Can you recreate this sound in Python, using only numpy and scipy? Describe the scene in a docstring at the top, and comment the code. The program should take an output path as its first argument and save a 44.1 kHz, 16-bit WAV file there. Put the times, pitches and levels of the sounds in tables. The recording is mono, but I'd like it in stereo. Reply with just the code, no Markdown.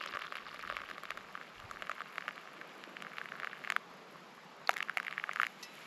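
"""Hot water dribbles from a small metal pot into a plastic cup of coffee standing in moss, in two close pours.
Each gulp of the broken stream slaps the surface, traps a bubble that rings for a few cycles and booms the
air in the cup. Lighter drops and splashes fall between the gulps, the froth ticks, and at the end the pot
is set down with a scrape and a ring. The hillside hushes far off and a breeze brushes the microphone."""
import sys
import numpy as np
from scipy import signal
from scipy.fft import rfft, irfft, next_fast_len
from scipy.io import wavfile
from scipy.ndimage import uniform_filter1d, map_coordinates

SR = 44100
rng = np.random.default_rng(int(sys.argv[2]) if len(sys.argv) > 2 else 0)


def wav_out(sig):
    """Save sig, one row per channel (or a flat mono array), as 16-bit PCM at SR to the path in sys.argv[1]."""
    wavfile.write(sys.argv[1], SR, np.round(np.clip(np.atleast_2d(sig).T, -1, 1) * 32767).astype(np.int16))


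N = 258426

# The big plops: start_s, level_db, pitch_hz, boom_offset_db, slap_offset_db, ring_cycles
GULPS = [(0.012, -23, 1710.0, -13.5, -28, 4.2), (0.0383, -21.5, 2130, -44, -23, 4.3),
         (0.0607, -23, 1490, -11.5, -9.5, 4.9), (0.0731, -27, 2460.0, -14.5, -49, 6.8),
         (0.1392, -26, 1360, -15, -39, 6.7), (0.151, -26, 1660.0, -10, -19, 6.5),
         (0.1578, -26, 1350, -11.5, -21, 8.7), (0.171, -21.5, 1430, -13, -27, 3.7),
         (0.1922, -27.5, 1620.0, -15, -15, 5.2), (0.2208, -19.5, 2150, -44, -25, 3.1),
         (0.3231, -21.5, 1526, -16, -21, 3.6), (0.355, -22.5, 2080.0, -19, -20, 2.5),
         (0.3685, -27.5, 1770.0, -44, -15, 7.5), (0.4842, -30.5, 1490.0, -11, -28, 4.6),
         (0.5443, -31.5, 1530, -8, -14, 5.8), (0.593, -27.5, 1780.0, -13, -14, 2.4),
         (0.6264, -28.5, 1900.0, -44, -10.5, 2.4), (0.6752, -28.5, 1560, -26, -18, 9.1),
         (0.6998, -20.5, 1370, -10, -23, 5.9), (0.7244, -24.5, 1610, -7, -36, 5.2),
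         (0.7677, -17.5, 2030, -22, -25, 3.6), (0.8171, -22.5, 1860.0, -16.5, -26, 2.14),
         (0.9, -28, 1670.0, -13, -15, 4.8), (0.9122, -29.5, 1872, -11, -17, 21),
         (0.981, -28, 1640.0, -9, -19, 3.2), (1.0346, -29.5, 1430, -9.5, -8, 7.1),
         (1.0542, -22, 2260.0, -44, -29, 2.5), (1.106, -16.5, 2510, -18.5, -16.5, 4.8),
         (1.174, -24.5, 1610, -16, -16, 3.2), (1.353, -24, 1440, -23, -37, 6.8),
         (1.6003, -34, 1460.0, -44, -9, 7.1), (1.7119, -29, 1370.0, -18, -8.5, 14),
         (1.8224, -20.5, 1800, -13.5, -21, 5.4), (1.87, -28, 1690, -46, -18, 4.7),
         (1.8954, -23, 1416, -8, -14, 15), (1.9157, -18, 2000.0, -21, -24, 3.9),
         (2.0056, -25, 1470, -16, -26, 10.9), (2.0177, -25.5, 1640, -15, -22, 9.5),
         (2.157, -26, 2050.0, -44, -21, 3.6), (2.1816, -16, 1820, -18, -33, 4.2),
         (2.208, -27, 1770, -44, -21, 6.5), (2.2807, -17.5, 1750, -20, -28, 5.9),
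         (2.2891, -22.5, 1760.0, -22, -25, 8), (2.6135, -26.5, 1970, -44, -26, 9.8),
         (2.8387, -24.5, 2000.0, -42, -20, 2.2), (2.9682, -24, 2210, -44, -37, 6.5),
         (3.023, -22, 2230.0, -20, -17, 2.96), (3.1835, -15.5, 2350, -36, -38, 2.6),
         (3.2144, -27, 1730, -18, -40, 18), (3.2573, -26.5, 2030, -17, -49, 8.2),
         (3.3207, -26, 1670.0, -21, -49, 12.9), (3.3997, -25.5, 1930.0, -26, -18, 9.3),
         (3.4219, -28.5, 2000.0, -16, -49, 7), (3.4326, -23, 1720, -23, -34, 10.5),
         (3.4459, -18, 1960, -21, -26, 4.3), (3.4722, -20, 1740, -25, -28, 8.4),
         (3.5313, -28.5, 1740, -28, -27, 15), (3.6396, -29, 1990, -44, -22, 10),
         (3.648, -26, 2045, -44, -23, 12), (3.6745, -22.5, 1700, -15, -26, 7.9),
         (3.7017, -12, 1920, -28, -13.5, 6.2), (3.7218, -15.5, 2060.0, -20, -18, 4),
         (3.7639, -10, 1680, -23, -21.5, 7.5), (4.6737, -21, 4670, -44, -19, 36),
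         (4.693, -2.5, 1560, -9, -21.5, 2.3), (4.7074, -23.5, 2370, -30, -10.5, 7.1),
         (4.714, -35, 1850, -44, -1, 11.5), (4.7312, -34, 3970, 0, -8, 21),
         (4.7395, -27.5, 1720.0, -44, -8, 7.3), (4.7676, -22, 2170, -44, -11, 17.4),
         (4.779, -29, 2020.0, -44, -7, 8.4), (4.7854, -29, 1910.0, -44, -9, 5.7),
         (4.805, -17, 1990, -38, -27, 12), (4.8272, -12.5, 2380, -33, -19, 5.3),
         (4.8964, -17.5, 1680, -24, -23, 11.7), (4.9721, -9.5, 2280, -14.5, -18, 7),
         (4.9819, -25.5, 2190.0, -28, -16, 18), (5.0001, -19, 1740, -44, -19, 9.4),
         (5.0295, -27, 2100.0, -44, -16, 5.0), (5.0487, -27, 2400.0, -23, -18, 9.0),
         (5.0677, -26, 2110, -44, -17, 22), (5.0815, -19.5, 1970, -44, -29, 10),
         (5.1104, -27.5, 2590.0, -44, -15, 7.3), (5.1263, -22, 2100, -36, -26, 9.4),
         (5.1365, -30, 2370.0, -44, -28, 6.4), (5.1797, -16.5, 1900, -34, -32, 10.4),
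         (5.1982, -23, 2270, -32, -35, 12), (5.2396, -17, 1830, -30, -56, 8.8),
         (5.2926, -17.5, 1460, -15, -40, 6.6), (5.3127, -26, 2250, -18, -26.5, 20),
         (5.3334, -25, 1560, -44, -11.5, 5.3), (5.3601, -19, 1700, -44, -20, 9.3),
         (5.3992, -11.5, 1490, -37, -35, 13.3), (5.4162, -17, 1900, -30, -16.5, 14),
         (5.4323, -11.5, 1730, -28, -23, 8.4), (5.45, -24, 2030, -44, -19, 11),
         (5.4672, -17.5, 2270, -46, -18, 8.6)]
# Boom of the air above the coffee, rising as the cup fills: time_s, pitch_hz
CUP_AIR = [(0, 564), (4.7, 747), (5.86, 710)]
# The cup's hollow note: time_s, pitch_hz, offset_db
HOLLOW_NOTE = [(0, 1183, -2.5), (2.2, 1263, -7.5), (5.86, 1300, -4)]
# Bright EQ for the slaps and the froth's hiss: freq_hz, gain_db
SPLASH_EQ = [(300, -23), (2200, 12.5), (4800, 0), (6000, -5), (7100, -2), (8000, -12), (12000, -16.5),
             (16000, -9)]


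def gulps():
    """Each gulp slaps, pushes the surface, traps a ringing bubble and sets the cup booming."""
    start_s, level_db, pitch_hz, boom_db, slap_db, cycles = np.transpose(GULPS)
    glide_jitter, pitch_jitter, level_jitter = rng.standard_normal((len(start_s), 3)).T
    ring = bubbles(pitch_hz, np.maximum(cycles, 1) / pitch_hz, glide=-0.2 + 0.12 * glide_jitter)
    t = np.arange(ring.shape[1]) / SR

    spray = rng.standard_normal(ring.shape) * decay(t, t60_s=0.01)
    spray = signal.sosfilt(signal.butter(3, 3500, fs=SR, output="sos"), spray)  # heavy drops: dull
    push_s = 0.000085
    push = 0.49 * np.e * t / push_s * np.exp(-t / push_s)
    cushion = amp(-1.5 * start_s)[:, None]  # building froth softens the push and the spray
    body = in_cup(placed(start_s, level_db, ring + cushion * (push + 0.37 * spray)))

    air_hz = np.interp(start_s, *np.transpose(CUP_AIR))
    boom = bubbles(air_hz, 11 / air_hz) * attack(t, rise_s=0.00042)
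    tail = amp(-24.5) * decay(t, t60_s=0.099) * np.sin(2 * np.pi * 952 * t)
    booms = placed(start_s, level_db + boom_db, boom + tail)
    booms = filtered(booms, lambda hz: highpass(hz, 350) ** 2)

    note_hz, note_db = (curve[(start_s * SR).astype(int)] for curve in curves(HOLLOW_NOTE))
    note_hz = note_hz * np.exp(0.029 * pitch_jitter)
    note_db = level_db + note_db + 0.44 * boom_db + 2 * level_jitter  # more boom, more hollow note
    notes = placed(start_s, note_db, bubbles(note_hz, 14 / note_hz) * attack(t, rise_s=0.0011))

    burst = rng.standard_normal(ring.shape) * decay(t, t60_s=0.0075)
    slaps = equalised(placed(start_s, level_db + slap_db, burst), SPLASH_EQ)
    slaps = filtered(slaps, lambda hz: 1.6 * highpass(hz, 5000))  # thin, bright spits
    return body + booms + slaps + notes


# Resonances of the cup's walls and rim: centre_hz, width_hz, gain_db
CUP_WALLS = [(1167, 229, 4), (1623, 475, -3.5), (2160, 350, -4.5), (2725, 270, -3)]


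def in_cup(x):
    """The cup walls ring briefly after every splash and pass nothing low."""
    def response(hz):
        walls = sum(amp(db) * resonance(hz, centre, width) for centre, width, db in CUP_WALLS)
        direct = 0.59 / (1 + 1j * hz / 5000) ** 2
        low_cut = hz ** 3 / (800 ** 3 + hz ** 3)
        delay = np.exp(-2j * np.pi * hz * 0.00015)
        gap = notch(hz, centre_hz=950, width_hz=250, floor=0.16)  # air and wall cancel here
        return gap * low_cut * delay * (direct + walls)
    return filtered(x, response)


# Lighter drops beside the stream: start_s, level_db, pitch_hz
LIGHT_DROPS = [(0.089, -25, 4060), (0.11, -31, 3000), (0.127, -30, 1520), (0.1376, -25, 2210),
               (0.1554, -27, 2370), (0.2179, -23, 3020), (0.238, -30, 1950), (0.2458, -28, 1640),
               (0.2525, -30.5, 1730), (0.3435, -32, 1890), (0.3857, -27, 2360), (0.4908, -30, 3180),
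               (0.529, -32, 1780), (0.599, -31, 2830), (0.638, -32, 1760), (0.6503, -27.5, 1570),
               (0.6624, -33, 2030), (0.7115, -26, 1630), (0.752, -32, 2670), (0.7782, -32, 1780),
               (0.7886, -29, 1680), (0.8035, -29, 1620), (0.8891, -28, 2000), (1.0904, -34, 1510),
               (1.1044, -28, 2010), (1.117, -26, 1680), (1.1777, -28.5, 1660), (1.2086, -33, 1960),
               (1.3757, -29, 1710), (1.4132, -27, 1820), (1.7598, -33, 1630), (1.7708, -29, 1750),
               (1.827, -29, 2850), (1.9128, -26.5, 2210), (1.9813, -30, 1780), (2.223, -28.5, 1930),
               (2.309, -27.5, 2320), (2.379, -27.5, 1970), (2.4746, -31.5, 1950), (2.6179, -32, 1810),
               (3.0043, -30, 2530), (3.0487, -29.5, 1900), (3.0675, -26, 1780), (3.118, -31.5, 1770),
               (3.17, -28, 2650), (3.2882, -28, 2740), (3.354, -29.5, 1810), (3.7007, -26, 1870),
               (4.7638, -25, 2000), (4.8249, -26, 2370), (4.8853, -25.5, 1900), (5.0656, -30, 2350),
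               (5.3707, -24, 1780), (5.3891, -31, 1880), (5.4418, -20.5, 3090)]


def drops():
    """Each drop traps a small bubble that slides down in pitch, and wakes the hollow note a little."""
    start_s, level_db, pitch_hz = np.transpose(LIGHT_DROPS)
    glide = -0.26 + 0.05 * rng.standard_normal(len(start_s))
    ring = bubbles(pitch_hz, 7.3 / pitch_hz, glide, length_s=0.03)
    note_hz = curves(HOLLOW_NOTE)[0][(start_s * SR).astype(int)]
    note = bubbles(note_hz, 14 / note_hz, length_s=0.03)
    return in_cup(placed(start_s, level_db, ring)) + placed(start_s, level_db - 13.5, note)


# Stray drips in the pause: start_s, level_db
PAUSE_DRIPS = [(3.914, -39), (4.158, -38.5), (4.379, -44), (4.617, -40.5)]


def drips():
    """Single drips make faint round plips between the pours."""
    start_s, level_db = np.transpose(PAUSE_DRIPS)
    pitch_hz = np.full(len(start_s), 1120)
    return placed(start_s, level_db, bubbles(pitch_hz, 14 / pitch_hz))


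# Fader ride of the stream through both pours: time_s, level_db
STREAM_LEVEL = [(0, -49.5), (.45, -52.5), (.75, -50.5), (1.2, -58), (2.1, -55), (2.9, -59), (3.1, -56.5),
                (3.7, -53), (3.8, -66), (4.6, -71), (4.7, -56.5), (5.45, -55), (5.52, -68), (5.86, -61)]


def splashes():
    """Small splashes fill in between the gulps; spatter on the bare walls fades as froth builds."""
    stream_db, = curves(STREAM_LEVEL)
    small = amp(stream_db) * unit(in_cup(bubble_cloud(330, 1020, 4230, cycles=7.5, spread=2.5)))
    spatter_db = stream_db - 7 - 7.4 * np.arange(N) / SR
    spatter = amp(spatter_db) * bubble_cloud(300, 3100, 5700, cycles=14, spread=6.5)
    return small + equalised(spatter, [(5300, 0.5), (6300, -11)])


def froth():
    """Bursting froth ticks and hisses, a little more in a strong flow, and swells as the pot lifts away."""
    stream_db, = curves(STREAM_LEVEL)
    usual_stream_db, swell_start_s, swell_db_per_s = -57.5, 5.16, 12.5
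    swell_db = swell_db_per_s * np.maximum(np.arange(N) / SR - swell_start_s, 0)
    froth_db = -64 + 0.18 * (stream_db - usual_stream_db) + swell_db
    ticks = amp(froth_db - 17) * bubble_cloud(410, 10800, 17000, cycles=3.2, spread=7.5)
    hiss = amp(froth_db + wobble(33)) * unit(noise(SPLASH_EQ))
    return ticks + hiss


# Fader ride of the burble: time_s, level_db
BURBLE_LEVEL = [(0, -64), (2.45, -70), (2.65, -58.5), (2.95, -59.5), (3.15, -79), (5.86, -68)]


def burble():
    """Low bubbles burble softly under the stream, with the deep bass rolled off."""
    level_db, = curves(BURBLE_LEVEL)
    cloud = bubble_cloud(250, 277, 640, cycles=5.3, spread=4)
    return amp(level_db) * equalised(cloud, [(100, -51), (240, -1)])


# The pot touches the stove: start_s, level_db
POT_HITS = [(5.627, -48)]
# Partials of the thin metal: pitch_hz, level_db, t60_s
POT_PARTIALS = [(1960, -3, 0.33), (2650, -4, 0.51), (3950, -13, 0.75), (5190, -2.5, 0.17),
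                (6320, -3, 0.069), (11570, -13, 0.072)]
# Rasp of metal on metal: freq_hz, gain_db
SCRAPE_EQ = [(300, -46.5), (1500, -12), (5500, 6.5), (6500, 1), (7500, -7.5), (16000, -24)]


def pot():
    """The pot lands with a short scrape and its thin metal rings unevenly."""
    t = np.arange(SR // 4) / SR
    ring = 0
    for pitch_hz, partial_db, t60_s in POT_PARTIALS:
        flutter_db = 1.5 * wobble(54.3)[:len(t)]
        ring += amp(partial_db + flutter_db) * decay(t, t60_s) * np.sin(2 * np.pi * pitch_hz * t)
    scrape = 3 * decay(t, t60_s=0.081) * noise(SCRAPE_EQ)[:len(t)]
    start_s, level_db = np.transpose(POT_HITS)
    return placed(start_s, level_db, (ring + scrape) * attack(t, rise_s=0.0012))


def air_thump():
    """One soft, low push of air on the microphone."""
    peak_s, pitch_hz, width_s = 1.65, 104, 0.007
    t = np.arange(N) / SR - peak_s
    return -amp(-48) * np.cos(2 * np.pi * pitch_hz * t) * np.exp(-0.5 * (t / width_s) ** 2)


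# Puffs of breeze: peak_s, level_db, fall_20db_s
PUFFS = [(.15, -58, 0.02), (.55, -77, 0.5), (.75, -63.5, 0.15), (1.2, -69, 0.17), (1.6, -64, 0.05),
         (1.74, -64, 0.16)]
# Wind rumble on the microphone: freq_hz, gain_db
RUMBLE_EQ = [(12, -22.5), (25, 3), (40, 9.5), (60, 3), (105, 6.5), (140, -2), (290, -120)]


def breeze():
    """Moving air buffets the microphone: a lumpy rumble in puffs that swell and fall alike."""
    peak_s, level_db, fall_s = np.transpose(PUFFS)[:, :, None]
    puffs = amp(level_db - 20 * np.abs(np.arange(N) / SR - peak_s) / fall_s).sum(axis=0)
    calm = amp(-91.5)
    rumble = unit(amp(2 * wobble(39.92)) * noise(RUMBLE_EQ))
    return (calm + puffs) * rumble


# Tone of the distant ambience bed: freq_hz, gain_db
HILLSIDE_EQ = [(60, -75), (112, -29), (145, -3.5), (190, 0.5), (250, -4), (295, -6.5), (410, -2),
               (950, -3.5), (1200, -3.5), (1500, -6), (3100, -16.5), (4900, -19.5), (8000, -34.5),
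               (10400, -74.5), (17000, -120)]


def hillside():
    """A far hush whose tone shifts in patches while its level drifts slowly."""
    spectrogram = signal.stft(rng.standard_normal(N + 512), nperseg=512)[2]
    patches = uniform_filter1d(rng.standard_normal(spectrogram.shape), 6, axis=0)
    patches = uniform_filter1d(patches, 8, axis=1)
    hush = signal.istft(spectrogram * amp(1.6 * unit(patches)), nperseg=512)[1][:N]
    return amp(-55.5 + 1.5 * wobble(0.43)) * unit(equalised(hush, HILLSIDE_EQ))


def bubbles(pitch_hz, t60_s, glide=0, length_s=0.06):
    """Damped sines with a soft start, one per row; glide bends the pitch as the cavity changes shape."""
    t = np.arange(int(length_s * SR)) / SR
    pitch_hz, t60_s, glide = (np.reshape(x, (-1, 1)) for x in (pitch_hz, t60_s, glide))
    turns = pitch_hz * t * (1 + glide * np.minimum(t / t60_s, 1))
    return np.sin(2 * np.pi * turns) * decay(t, t60_s) * attack(t, rise_s=0.00013)


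def bubble_cloud(per_second, low_hz, high_hz, cycles, spread):
    """Random bubbles, many small and a few large, at an overall rms of 1."""
    when, pitch, size, bend = rng.random((int(per_second * N / SR), 4)).T
    pitch_hz = low_hz * (high_hz / low_hz) ** pitch
    level_db = -spread * np.log(size + 0.03)
    rings = bubbles(pitch_hz, cycles / pitch_hz, glide=bend - 0.7, length_s=1.5 * cycles / low_hz)
    return unit(placed(when * N / SR, level_db, rings))


def placed(start_s, level_db, sounds):
    """Mixes short sounds, each at its own time and level."""
    rows = amp(level_db)[:, None] * sounds
    at = np.round(start_s * SR).astype(int)[:, None] + np.arange(rows.shape[1])
    return np.bincount(at.ravel(), rows.ravel(), N + SR)[:N]


def amp(db):
    return 10 ** (np.asarray(db) / 20)


def unit(x):
    return x / np.sqrt(np.mean(x ** 2) + 1e-20)


def attack(t, rise_s):
    return 1 - np.exp(-t / rise_s)


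def decay(t, t60_s):
    return amp(-60 * t / t60_s)


def curves(rows):
    """Automation: one value per sample for each column after the time."""
    time_s, *columns = np.transpose(rows)
    return [np.interp(np.arange(N) / SR, time_s, column) for column in columns]


def wobble(rate):
    """A smooth random curve, rate knots a second."""
    return map_coordinates(rng.standard_normal(int(N * rate / SR) + 4), [np.arange(N) * rate / SR])


def filtered(x, response):
    """Applies a complex frequency response."""
    size = next_fast_len(N + SR // 2)
    return irfft(rfft(x, size) * response(np.fft.rfftfreq(size, 1 / SR)), size)[..., :N]


def eq_gain(eq, hz):
    """Linear gain between EQ points on a log frequency axis."""
    freq_hz, gain_db = np.transpose(eq)
    return amp(np.interp(np.log(hz + 1), np.log(freq_hz + 1), gain_db))


def equalised(x, eq):
    return filtered(x, lambda hz: eq_gain(eq, hz))


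def noise(eq):
    return equalised(rng.standard_normal(N), eq)


def highpass(hz, corner_hz):
    return 1j * hz / (corner_hz + 1j * hz)


def resonance(hz, centre_hz, width_hz):
    return 1j * hz * width_hz / (centre_hz ** 2 - hz ** 2 + 1j * hz * width_hz)


def notch(hz, centre_hz, width_hz, floor):
    return 1 - (1 - floor) * resonance(hz, centre_hz, width_hz)


# Stereo width, the EQ of the side signal: freq_hz, gain_db
SIDE_EQ = [(60, -27), (2000, -72), (4000, -32.5), (10500, -13.5), (12300, -2), (13500, 2)]


def scene():
    """The mono mix, spread between the microphone's two ports mostly in the treble."""
    water = gulps() + drops() + drips() + splashes() + froth() + burble()
    mid = water + pot() + air_thump() + hillside() + breeze()
    # the right port hears more treble
    lean = filtered(mid, lambda hz: -0.65 * eq_gain(SIDE_EQ, hz) * np.exp(-0.4j))
    # scattered treble reaches each port by its own path
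    shimmer = 0.8 * equalised(mid * wobble(150), SIDE_EQ)
    side = lean + shimmer
    return np.array([mid + side, mid - side])


def record(dry):
    """The microphone housing puts a notch and a peak in the treble; the very top is cut off."""
    def response(hz):
        dip = notch(hz, centre_hz=9050, width_hz=1500, floor=0.08)
        peak = 1 + 2.5 * resonance(hz, centre_hz=12000, width_hz=2200)
        high_cut = (hz < 13800) / (1 + (hz / 12400) ** 24)
        return dip * peak * high_cut
    return filtered(dry, response)


dry = scene()
out = record(dry)
wav_out(out)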